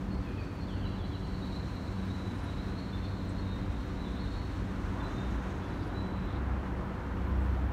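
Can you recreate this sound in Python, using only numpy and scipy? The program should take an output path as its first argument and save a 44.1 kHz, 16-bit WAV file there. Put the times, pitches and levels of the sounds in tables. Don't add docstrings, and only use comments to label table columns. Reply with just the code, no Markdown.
import sys
import numpy as np
from scipy import signal
from scipy.fft import rfft, irfft
from scipy.io import wavfile

SR = 44100
rng = np.random.default_rng(int(sys.argv[2]) if len(sys.argv) > 2 else 0)


def transcribe(u):
    v = np.clip(np.atleast_2d(u).T, -1, 1)
    q = np.round(v * 32767).astype(np.int16)
    wavfile.write(sys.argv[1], SR, q)


N = 340452

# freq_hz, relative_db
RUMBLE_SPECTRUM = [(13, -45), (22, -28), (38, 3), (96, -1), (157, -6), (187, -5.5), (216, -6), (288, -9),
                   (312, -9.5), (384, -14.5), (457, -18.5), (487, -18.5), (520, -18.5), (1000, -22.5),
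                   (1300, -62), (2200, -120)]
# freq_hz, relative_db
HISS_SPECTRUM = [(700, -9.5), (1000, 5), (1500, 2), (2200, -5.5), (3200, -12.5), (4200, -18), (4900, -24.5),
                 (5600, -24.5), (7000, -29.5), (9600, -35.5), (10500, -45), (11500, -41.5), (15500, -49)]
# time_s, level_db
HISS_BODY_LEVEL = [(0, -52.5), (1.5, -52.5), (2.4, -50.5), (3.3, -51.5), (4.8, -50), (5.5, -49), (6.2, -50),
                   (7.72, -50)]
# time_s, level_db
HISS_TREBLE_LEVEL = [(0, -66), (1.05, -67), (1.5, -63.5), (2.4, -63.5), (3.3, -65.5), (4.9, -63.5),
                     (5.6, -65), (6.15, -68.5), (7.72, -68.5)]
# start_s, length_s, centre_hz, level_db
RUSTLES = [(0.146, 0.34, 3300, -67), (2.22, .4, 5270, -73), (2.2, 0.4, 9700, -77), (3.26, .08, 8000, -70),
           (4.5, 1.6, 6360, -74.5), (5.6, 0.38, 4550, -68.5), (5.62, .36, 10500, -79),
           (6.2, 0.24, 3650, -64.5), (7.378, .12, 8010, -76)]
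# time_s, level_db
FLOCK_LEVEL = [(0, -69), (.7, -68), (1.3, -63), (3.2, -63), (4.4, -62), (4.9, -75), (6.3, -67), (6.7, -90)]
# shaft_multiple, level_db
FAST_HARMONICS = [(2, -49.5), (4, -47.5), (6, -50.5), (8, -60)]
# shaft_multiple, level_db
SLOW_HARMONICS = [(2, -45.5), (4, -48.5)]
# freq_hz, relative_db
TYRE_SPECTRUM = [(200, -1), (330, 8), (400, 1), (600, 2.5), (950, 3.5), (1200, -0.5), (1450, -1.5),
                 (2000, -10.5), (3000, -30), (5000, -46)]
# time_s, firing_hz, level_db
ENGINE_TRACK = [(0, 65.1, -64), (2.8, 62.6, -62), (3.9, 59.5, -41), (5.4, 58, -45), (6.2, 64.4, -49),
                (6.6, 66.3, -39), (7.3, 65, -43), (7.72, 64.2, -39)]
# middle_s, length_s, level_db
ENGINE_BOOMS = [(.17, 0.13, -34.5), (5.357, .32, -36.5), (6.49, 0.41, -39), (7.317, 0.35, -34.5),
                (7.56, 0.65, -34)]
# start_s, length_s, start_hz, end_hz, level_db
WHISTLES = [(.245, .08, 2700, 2430, -56), (.365, .07, 2700, 2380, -55), (.67, .075, 3950, 2950, -57),
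            (.705, .11, 3500, 2630, -61), (.812, .09, 3450, 2700, -55), (.965, .085, 4000, 3200, -57.5),
            (1.115, .06, 3650, 2850, -57)]
# start_s, centre_hz, level_db
CHIRPS = [(.85, 4000, -53), (1.039, 4080, -53), (1.136, 3980, -52), (1.23, 4100, -55), (1.335, 4300, -56),
          (1.42, 3880, -50.5), (1.52, 3850, -55), (1.55, 4080, -51), (1.759, 3950, -57), (1.871, 4000, -57),
          (1.98, 3900, -55), (2.095, 3850, -52.5), (2.135, 4020, -54), (2.255, 3900, -54),
          (2.38, 3850, -65), (2.48, 3870, -52), (2.575, 3950, -58), (2.772, 4300, -53)]
# start_s, length_s, pitch_hz, level_db
PEEPS = [(.105, .05, 4330, -59), (.385, .04, 4550, -59), (.59, .055, 4280, -57), (2.925, .04, 3560, -50.5),
         (3.035, .035, 4300, -54), (3.37, .035, 4300, -54), (3.435, .14, 3710, -57), (3.47, .1, 3990, -61),
         (3.97, .08, 3930, -56), (4.045, .05, 3540, -58), (4.19, .04, 4290, -54), (4.28, .19, 4340, -59.5),
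         (4.997, .025, 3590, -53), (5.025, .065, 3990, -55), (5.14, .1, 3660, -57), (5.615, .05, 3460, -58),
         (5.68, .08, 4000, -64), (5.94, .1, 3990, -55.5)]
# delay_s, gain_db
WALL_ECHOES = [(.036, -8), (0.104, -8), (0.201, -10)]

TIME_S = np.arange(N) / SR
FREQ_HZ = np.fft.rfftfreq(N, 1 / SR)


def undb(db):
    return 10 ** (np.asarray(db) / 20)


def unit(x):
    return x / np.sqrt(np.mean(x ** 2))


def curves(table):
    time_s, *columns = np.transpose(table)
    return [np.interp(TIME_S, time_s, column) for column in columns]


def swell(middle_s, length_s):
    return np.cos(np.pi * np.clip((TIME_S - middle_s) / length_s, -.5, .5)) ** 2


def shaped_noise(gain):
    return unit(irfft(rfft(rng.standard_normal(N)) * gain, N))


def walk(rate_hz):
    return shaped_noise(np.exp(-(FREQ_HZ / rate_hz) ** 2) * (FREQ_HZ > 0))


def noise(spectrum):
    hz, db = np.transpose(spectrum)
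    bin_hz = FREQ_HZ + 1
    skirts = np.minimum(bin_hz / hz[0], 1) * np.minimum(hz[-1] / bin_hz, 1)
    return shaped_noise(undb(np.interp(np.log(bin_hz), np.log(hz), db)) * skirts ** 4)


def band(centre_hz, width_hz):
    return shaped_noise(1 / (1 + (2 * (FREQ_HZ - centre_hz) / width_hz) ** 2))


def add(out, start_s, sound):
    i = max(int(start_s * SR), 0)
    out[i:i + len(sound)] += sound[:max(N - i, 0)]


def town(rumble_db=-37, low_cut_hz=37, split_hz=4200, top_db=-80):
    body_db, = curves(HISS_BODY_LEVEL)
    treble_db, = curves(HISS_TREBLE_LEVEL)
    rumble = noise(RUMBLE_SPECTRUM) * undb(rumble_db + .33 * walk(10))
    rumble = signal.sosfilt(signal.butter(8, low_cut_hz, "high", fs=SR, output="sos"), rumble)
    hiss = noise(HISS_SPECTRUM)
    dull = signal.sosfiltfilt(signal.butter(2, split_hz, fs=SR, output="sos"), hiss)
    steady_top = noise([(9500, -5.5), (12000, -2.5), (15500, -7.5)]) * undb(top_db)
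    body = dull * undb(body_db + .46 * walk(11))
    treble = unit(hiss - dull) * undb(treble_db + .79 * walk(22))
    return rumble + body + treble + steady_top


def rustles(flicker_db=3.5):
    out = np.zeros(N)
    for start_s, length_s, centre_hz, level_db in RUSTLES:
        size = int(length_s * SR)
        grain = band(centre_hz, width_hz=.21 * centre_hz) * undb(flicker_db * walk(50))
        add(out, start_s, grain[:size] * np.hanning(size) * undb(level_db))
    return out


def phone_ticks(first_s=.256, period_s=.3, pitch_hz=14700, decay_s=.0009, level_db=-61.5, scatter_db=2.5):
    out, t = np.zeros(N), np.arange(SR // 50) / SR
    tick = np.exp(-t / decay_s) * np.sin(2 * np.pi * pitch_hz * t)
    for start_s in np.arange(first_s, N / SR, period_s):
        add(out, start_s, undb(level_db + scatter_db * rng.standard_normal()) * tick)
    return out


def phone_whine(start_s=7.14, rise_s=.11, level_db=-81):
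    fade_in = np.clip((TIME_S - start_s) / rise_s, 0, 1)
    return fade_in * band(centre_hz=12020, width_hz=235) * undb(level_db)


def yard(direct, t60_s=1.3, onset_s=.003, tail_db=-2.5):
    t = np.arange(2 * SR) / SR
    tail = rng.standard_normal(len(t)) * np.exp(-np.log(1000) * t / t60_s) * (1 - np.exp(-t / onset_s))
    response = tail / np.linalg.norm(tail) * undb(tail_db)
    for delay_s, gain_db in WALL_ECHOES:
        add(response, delay_s, undb([gain_db]))
    return direct + signal.fftconvolve(direct, response)[:N]


def flock(count=300, start_hz=4580, floor_hz=3827, sink_s=2.0, pitch_spread=.13, spread_db=4.5):
    out = np.zeros(N)
    level_db, = curves(FLOCK_LEVEL)
    for when, pitch, strength in rng.random((count, 3)):
        start_s = when * N / SR
        centre_hz = floor_hz + (start_hz - floor_hz) * np.exp(-start_s / sink_s)
        pitch_hz = centre_hz * (1 + pitch_spread * (pitch - .5))
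        add(out, start_s, undb(spread_db * strength) * chirp(pitch_hz))
    return unit(yard(yard(out))) * undb(level_db)


def hum(pitch_hz, level_db, in_step_s=.76):
    phase = 2 * np.pi * pitch_hz * (TIME_S - in_step_s) + .21 * walk(6.3)
    return unit(np.sin(phase)) * undb(level_db + 1.1 * walk(4.7))


def air_conditioners(fast_shaft_hz=47.416, slow_shaft_hz=47.04, fan_rise_db_per_s=.5):
    fast = sum(hum(multiple * fast_shaft_hz, db) for multiple, db in FAST_HARMONICS)
    slow = sum(hum(multiple * slow_shaft_hz, db) for multiple, db in SLOW_HARMONICS)
    mains = hum(pitch_hz=100, level_db=-51)
    fan = hum(pitch_hz=492, level_db=-61 + fan_rise_db_per_s * TIME_S)
    return fast + slow + mains + fan


def car_growl(far_db=-64.5, swell_db=-51.5):
    gain = undb(far_db) + undb(swell_db) * swell(middle_s=5.61, length_s=2.8)
    return band(centre_hz=359, width_hz=105) * gain


def car_tyres(clears_s=4.57, rise_s=.21, hidden_db=-66.5, clear_db=-50.5, surge_db=-48):
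    since_s = TIME_S - clears_s
    in_view = np.clip(since_s / rise_s, 0, 1)
    nearing_db = .9 * since_s
    surge = undb(surge_db) * swell(middle_s=5.02, length_s=.2)
    gain = undb(hidden_db) + in_view * undb(clear_db + nearing_db) + surge
    return noise(TYRE_SPECTRUM) * gain * undb(walk(10))


def car_exhaust(pitch_waver=.009, octave_db=-26):
    firing_hz, level_db = curves(ENGINE_TRACK)
    booms = sum(undb(db) * swell(middle_s, length_s) for middle_s, length_s, db in ENGINE_BOOMS)
    phase = 2 * np.pi * np.cumsum(firing_hz * (1 + pitch_waver * walk(11))) / SR
    tone = unit(np.sin(phase) + undb(octave_db) * np.sin(2 * phase))
    return tone * (undb(level_db) + booms) * undb(walk(21))


def whistle(pitch_hz, quaver_depth=.012, jitter_hz=400, flutter_db=2.5):
    t = np.arange(len(pitch_hz)) / SR
    jitter = rng.standard_normal((2, 80))
    quaver, flutter = (np.interp(t * jitter_hz, np.arange(len(row)), row) for row in jitter)
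    arch = np.sqrt(np.abs(np.sin(np.pi * t / t[-1])))
    phase = 2 * np.pi * np.cumsum(pitch_hz * (1 + quaver_depth * quaver)) / SR
    return arch * undb(flutter_db * flutter) * np.sin(phase)


def chirp(centre_hz, length_s=.0318, rise_hz=260):
    return whistle(centre_hz + rise_hz * np.linspace(-.5, .5, int(length_s * SR)))


def near_birds(fall_power=1.9, scoop_hz=50, scoop_s=.012):
    out = np.zeros(N)
    for start_s, length_s, start_hz, end_hz, level_db in WHISTLES:
        fall = np.linspace(1, 0, int(length_s * SR)) ** fall_power
        add(out, start_s, undb(level_db) * whistle(end_hz + (start_hz - end_hz) * fall))
    for start_s, centre_hz, level_db in CHIRPS:
        add(out, start_s, undb(level_db) * chirp(centre_hz))
    for start_s, length_s, pitch_hz, level_db in PEEPS:
        scoop = np.exp(-np.arange(int(length_s * SR)) / SR / scoop_s)
        add(out, start_s, undb(level_db) * whistle(pitch_hz - scoop_hz * scoop))
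    return out


def scene():
    traffic = town() + car_exhaust() + car_tyres() + car_growl()
    lawn = air_conditioners() + yard(near_birds()) + flock() + rustles()
    return (traffic + lawn + phone_ticks() + phone_whine())[None]


def record(dry):
    cutoff_hz = 15700
    return signal.sosfilt(signal.ellip(10, .2, 80, cutoff_hz, fs=SR, output="sos"), dry)


dry = scene()
out = record(dry)
transcribe(out)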